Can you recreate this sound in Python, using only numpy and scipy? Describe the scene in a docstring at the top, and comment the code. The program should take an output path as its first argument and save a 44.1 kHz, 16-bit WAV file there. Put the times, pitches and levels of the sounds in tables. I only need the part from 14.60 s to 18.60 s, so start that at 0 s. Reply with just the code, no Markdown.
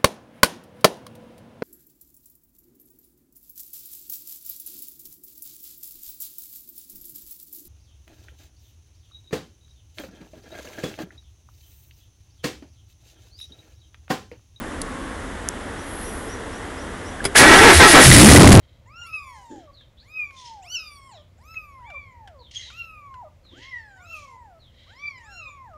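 """A four-cylinder car engine starts, heard right over the open bay in a quiet yard.
First two sharp ticks sound and a small bird chirps. The solenoid clacks, the starter's gear teeth
grind in surges and ring the housing, and lone firings cough early. The engine catches and revs,
booming in the exhaust pipes and overloading the microphone into near-square waves."""
import sys
import numpy as np
from scipy import signal
from scipy.fft import rfft, irfft
from scipy.io import wavfile

SR = 44100
rng = np.random.default_rng(int(sys.argv[2]) if len(sys.argv) > 2 else 0)


def store_wav(level_fs):
    """Save 16-bit WAV to argv[1]."""
    pcm = np.round(np.clip(np.atleast_2d(level_fs), -1, 1) * 32767)
    wavfile.write(sys.argv[1], SR, pcm.T.astype(np.int16))


N = 176400
T = np.arange(N) / SR

# Ring gear and bell housing modes. Each row: frequency in Hz, width in Hz, level in dB.
HOUSING_MODES = [(280, 220, -4), (490, 50, -4), (835, 30, -1), (953, 35, -3), (1331, 18, 1), (1538, 55, -4),
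                 (1704, 22, 8), (1896, 30, 7), (2050, 120, 0), (2267, 60, -3), (3380, 100, -8)]


def from_db(db):
    """Decibels to gain."""
    return 10 ** (np.asarray(db) / 20)


def rms_one(x):
    """Scale to unit rms."""
    return x / np.sqrt(np.mean(x ** 2) + 1e-20)


def white():
    """Unit white noise."""
    return rng.standard_normal(N)


def sine(cycles):
    """Sine of a phase in cycles."""
    return np.sin(2 * np.pi * cycles)


def in_time(rows):
    """Join (s, value) points by straight lines."""
    return np.interp(T, *np.transpose(rows))


def level(rows):
    """Gain along (s, dB) points, silent before the first."""
    return from_db(in_time(rows)) * (T >= rows[0][0])


def colour(x, points):
    """Filter by a (Hz, dB) curve."""
    hz, db = np.transpose(points)
    bins_hz = np.maximum(np.arange(N // 2 + 1) * SR / N, 1)
    return irfft(rfft(x) * from_db(np.interp(np.log(bins_hz), np.log(hz), db)), N)


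def noise(points):
    """Unit-rms noise with a (Hz, dB) spectral shape."""
    return rms_one(colour(white(), points))


def drift(rate_hz):
    """Unit-rms random wander below rate_hz."""
    lowpass = signal.butter(2, rate_hz, fs=SR, output="sos")
    return rms_one(signal.sosfilt(lowpass, rng.standard_normal(N + SR))[SR:])


def resonate(x, modes):
    """Parallel resonances (Hz, width Hz, dB) of alternating sign; unit rms."""
    out = 0
    for k, (hz, width_hz, db) in enumerate(modes):
        r = np.exp(-np.pi * width_hz / SR)
        poles = [1, -2 * r * np.cos(2 * np.pi * hz / SR), r * r]
        out = out + (-1) ** k * from_db(db) * (1 - r * r) * signal.lfilter([1, 0, -1], poles, x)
    return rms_one(out)


def swell(start_s, length_s, db):
    """Half-sine envelope peaking at db."""
    return from_db(db) * np.sin(np.pi * np.clip((T - start_s) / length_s, 0, 1))


def bursts(rows):
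    """Envelope of sudden, decaying contacts (start s, dB, T60 s)."""
    return sum((T >= s) * from_db(db - 60 * np.maximum(T - s, 0) / t60) for s, db, t60 in rows)


def impacts(cycles, spread_db, noise_decay, noise_gain):
    """One click of random strength and one decaying noise burst per cycle."""
    clicks = np.diff(np.floor(cycles), prepend=0) * from_db(spread_db * white())
    tails = np.exp(-noise_decay * (cycles % 1)) * white()
    return rms_one(clicks) + noise_gain * rms_one(tails)


def yard():
    """Outdoor background, faint far-off drones and a passing thin hiss."""
    # Each row: frequency in Hz, relative density in dB.
    air_spectrum = [(15, -35), (25, -2), (87, -1.5), (126, -13), (264, -5.5), (403, -10.5), (485, -9.5),
                    (703, -13.5), (1920, -15), (2380, -25), (3350, -24.5), (4370, -33), (9920, -32),
                    (11300, -31), (14000, -89)]
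    hiss_spectrum = [(3000, -17), (7500, -21.5), (10700, 0), (11800, -4)]
    # Each row: time in seconds, level in dB.
    hiss_levels = [(1.1, -58), (1.3, -36.5), (1.44, -32), (1.7, -41), (1.76, -62)]
    # Each row: start in seconds, length in seconds, level in dB, frequency in Hz.
    far_drones = [(-.2, 0.99, -39, 260), (-.1, 0.85, -43.5, 1097), (1.15, 1.34, -42.5, 445)]
    drones = sum(swell(s, length_s, db) * resonate(white(), [(hz, 35, 0)])
                 for s, length_s, db, hz in far_drones)
    air = from_db(-31.5 + 0.09 * drift(15)) * noise(air_spectrum)
    return air + drones + level(hiss_levels) * noise(hiss_spectrum)


def ticks():
    """Two sharp snaps with a faint metallic ring."""
    # Each row: start in seconds, level in dB, T60 in seconds, relative ring level in dB.
    hits = [(.2165, -15.5, 0.02, -11), (.8881, 3.5, 0.0021, -26)]
    # Each row: frequency in Hz, gain in dB.
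    snap_filter = [(4500, -20), (5800, -2), (8000, -1), (10000, 8), (12000, -7)]
    snaps = colour(bursts([row[:3] for row in hits]) * rng.choice([-1, 1], N), snap_filter)
    metal = resonate(white(), [(4500, 700, 0)])
    return snaps + metal * bursts([(s, db + ring_db, t60) for s, db, t60, ring_db in hits])


def bird():
    """Steep upward slurs, each closed by a rougher note, scattered by the yard."""
    # Each row: start in seconds, level in dB, top pitch in Hz, relative closing note level in dB.
    chirps = [(1.172, -47, 6060, -7), (1.430, -49, 6020, 2), (1.680, -45, 6020, 3), (1.915, -50.5, 5850, 0),
              (2.168, -46, 5700, -2), (2.442, -46, 5900, -3)]
    rise_hz, rise_s, yard_t60_s = 1090, 0.032, 0.25
    song = 0
    for s, db, top_hz, end_db in chirps:
        slur_hz = top_hz - rise_hz * np.clip(1 - (T - s) / rise_s, 0, 1) + 40 * drift(320)
        end_hz = 5840 + 90 * drift(300)
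        slur = swell(s, 0.044, db) * sine(np.cumsum(slur_hz) / SR)
        end_note = swell(s + rise_s, 0.04, db + end_db) * sine(np.cumsum(end_hz) / SR)
        song = song + slur + end_note
    tail = bursts([(0, 0, yard_t60_s)]) * white()
    return song + from_db(-1) * signal.fftconvolve(song, tail / np.linalg.norm(tail))[:N]


def solenoid():
    """After a tiny squeak, the solenoid touches, then slams home with a hollow ring."""
    # Each row: start in seconds, level in dB, T60 in seconds.
    contacts = [(2.642, -21, .05), (2.652, -11, 0.059)]
    # Each row: frequency in Hz, relative density in dB.
    clack_spectrum = [(200, 3.5), (1500, 0), (5000, -12), (7500, -9), (10500, -2), (12000, -5)]
    # Each row: frequency in Hz, width in Hz, level in dB.
    steel_modes = [(2170, 130, 4.5), (3400, 200, -2), (4800, 52, 1), (5130, 60, 3), (10100, 300, -2)]
    slam_s = contacts[-1][0]
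    squeak = swell(2.603, 0.0076, db=-21.5) * sine(1650 * T)
    clack = bursts(contacts) * (noise(clack_spectrum) + from_db(-3.5) * resonate(white(), steel_modes))
    ring = bursts([(slam_s, -19.5, 0.19)]) * sine(397 * T)
    return squeak + clack + ring


def starter():
    """Gear teeth strike and scrape, ringing the housing over a whine at the mesh rate."""
    # Speed sags at each compression. Each row: time in seconds, teeth per second.
    mesh_rates = [(2.75, 209), (2.87, 309), (2.93, 319), (2.98, 383), (3.03, 450), (3.065, 475),
                  (3.105, 357), (3.16, 335), (3.205, 538), (3.25, 465), (3.275, 361), (3.33, 330),
                  (3.37, 257), (3.5, 248)]
    # Each row: time in seconds, level in dB.
    surge_levels = [(2.742, -69), (2.755, -14.5), (2.785, -14), (2.805, -1), (2.87, -2.5), (2.94, 3),
                    (2.995, -7.5), (3.03, 0), (3.10, 5), (3.135, -9), (3.19, -22), (3.21, 13), (3.25, 7.5),
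                    (3.28, -8.5), (3.33, -17), (3.345, 11), (3.395, 8), (3.43, -8.5), (3.55, -30)]
    # Each row: frequency in Hz, relative gain in dB.
    rasp_filter = [(100, -3.5), (300, -2), (1000, -1), (2100, -4.5), (2900, -7.5), (5500, -40),
                   (10000, -38)]
    cycles = np.cumsum(in_time(mesh_rates) * (1 + 0.013 * drift(120))) / SR
    teeth = impacts(cycles, spread_db=8.8, noise_decay=2.5, noise_gain=0.96)
    whine = from_db(-6.5) * sine(cycles) + from_db(-7.5) * sine(2 * cycles)
    rasp = from_db(4) * rms_one(colour(teeth, rasp_filter))
    low_ring = from_db(-4.5) * resonate(teeth, HOUSING_MODES[:5])
    surge = level(surge_levels)
    rattle = surge ** 0.76 * resonate(teeth, HOUSING_MODES[5:])  # lingers as the load eases
    squeal = swell(3.205, 0.08, db=5) * sine(1316 * T)  # housing mode in the hardest surge
    return surge * (low_ring + rasp + whine) + rattle + squeal


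def clatter():
    """Bright noise of pinion, valves and belts."""
    # Each row: time in seconds, level in dB.
    levels = [(2.742, -46), (2.76, -4.5), (2.785, 5), (2.86, -9), (3.12, -5), (3.38, -2), (3.46, 6),
              (3.6, 7), (3.77, 5.5), (3.85, -7.5), (3.92, 2), (3.96, -6)]
    # Each row: frequency in Hz, relative density in dB.
    spectrum = [(400, -5.5), (1200, -2.5), (2000, 4), (2500, -1), (5000, -1), (7000, -5.5), (10300, 2),
                (11500, 0.5)]
    return level(levels) * noise(spectrum)


def pinion():
    """The pinion crashes into the ring gear, then clinks as the engine overruns it."""
    # Each row: start in seconds, level in dB, T60 in seconds.
    crashes = [(2.75, -27, 0.11), (2.761, 2.5, 0.1)]
    # Each row: start in seconds, level in dB.
    overrun_hits = [(3.515, 13), (3.563, 12), (3.688, 14), (3.712, 9.5), (3.760, 17), (3.874, 11.5),
                    (3.928, 12.5)]
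    # Each row: frequency in Hz, width in Hz, level in dB.
    pinion_modes = [(1970, 63, 1.5), (2075, 170, -7.5), (9200, 5400, -25.5)]
    clink_t60_s = 0.033
    crash = bursts(crashes) * resonate(white(), HOUSING_MODES[5:])
    clinks = bursts([(s, db, clink_t60_s) for s, db in overrun_hits]) * resonate(white(), pinion_modes)
    return crash + clinks


def coughs():
    """Single heavy firings: two before the engine catches, one at the top of the rev."""
    # Each row: start in seconds, length in seconds, level in dB, frequency in Hz.
    firings = [(2.984, 0.044, -7.5, 89.5), (3.142, 0.097, -1.5, 79.2), (3.93, 0.088, 19, 108.7)]
    return sum(swell(s, length_s, db) * sine(hz * (T - s)) for s, length_s, db, hz in firings)


def engine():
    """Uneven firings boom in the exhaust; the intake growls as the throttle opens; a rumble swells."""
    # Each row: time in seconds, firings per second.
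    firing_rates = [(3.42, 42), (3.52, 44), (3.56, 53), (3.6, 59.5), (3.65, 68), (3.7, 77), (3.76, 85.5),
                    (3.84, 87), (3.9, 95), (4.0, 95)]
    # Each row: time in seconds, level in dB.
    roar_levels = [(3.39, -35), (3.45, -5), (3.5, 1.5), (3.7, 2), (3.87, 11.5), (4.0, 7)]
    growl_levels = [(3.51, -14), (3.55, -1), (3.68, 5.5), (3.78, 8.5), (4.0, 5)]
    rumble_levels = [(3.45, -8), (3.8, 1.5), (3.86, 10.5), (4.0, 12.5)]
    # Each row: multiple of the firing rate, level in dB.
    orders = [(1, -2), (1.5, -4.5), (2, -1.5)]
    # Orders crossing pipe resonances.
    # Each row: start in seconds, length in seconds, level in dB, multiple of the firing rate.
    crossings = [(3.445, .12, 8.5, 3), (3.618, 0.2, 7.5, 1), (3.526, 0.16, 7.5, 5), (3.614, 0.088, 11, 3),
                 (3.72, 0.083, 14, 3.5), (3.732, 0.12, 14, 1.5), (3.741, 0.21, 11, 2)]
    # Each row: frequency in Hz, width in Hz, level in dB.
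    exhaust_modes = [(81.5, 35, -5.5), (132.9, 26.6, 0.5), (188.7, 63, 0)]
    intake_modes = [(292.6, 120, 0)]
    # Each row: frequency in Hz, relative density in dB.
    rumble_spectrum = [(15, -28), (45, -14), (70, 5.5), (120, 3), (220, -15), (2000, -70)]
    cycles = np.cumsum(in_time(firing_rates) * (1 + 0.01 * drift(30))) / SR
    hum = sum(from_db(db + drift(16.6)) * sine(k * cycles + rng.random()) for k, db in orders)
    puffs = impacts(cycles, spread_db=3.4, noise_decay=3, noise_gain=0.94)
    roar = level(roar_levels) * (hum + from_db(0.5) * resonate(puffs, exhaust_modes))
    booms = sum(swell(s, length_s, db) * sine(k * cycles + rng.random())
                for s, length_s, db, k in crossings)
    gulps = (1 + np.cos(2 * np.pi * cycles)) * white()
    growl = level(growl_levels) * resonate(gulps, intake_modes)
    return roar + booms + growl + level(rumble_levels) * noise(rumble_spectrum)


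def scene():
    """All sources at the microphone, mono."""
    outdoors = yard() + ticks() + bird()
    car = solenoid() + starter() + clatter() + pinion() + coughs() + engine()
    return (outdoors + car)[None]


def record(dry):
    """A band-limited microphone overloads hard; the top is dulled and cut."""
    # Each row: frequency in Hz, gain in dB.
    treble_response = [(10500, -1), (11600, -7.5), (12500, -11), (15500, -10.5)]
    ceiling, knee = 0.69, 2.3
    mic_stop_hz, bleed_above_hz, output_stop_hz = 12800, 3000, 16100
    mic = signal.sosfilt(signal.cheby2(12, 60, mic_stop_hz, fs=SR, output="sos"), dry[0])
    flattened = mic / (1 + np.abs(mic / ceiling) ** knee) ** (1 / knee)
    # Faint treble rides on the flattened waves.
    highpass = signal.butter(2, bleed_above_hz, "high", fs=SR, output="sos")
    bleed = from_db(-35) * signal.sosfilt(highpass, mic)
    dulled = colour(flattened + bleed, treble_response)
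    return signal.sosfiltfilt(signal.cheby2(16, 50, output_stop_hz, fs=SR, output="sos"), dulled)[None]


dry = scene()
out = record(dry)
store_wav(out)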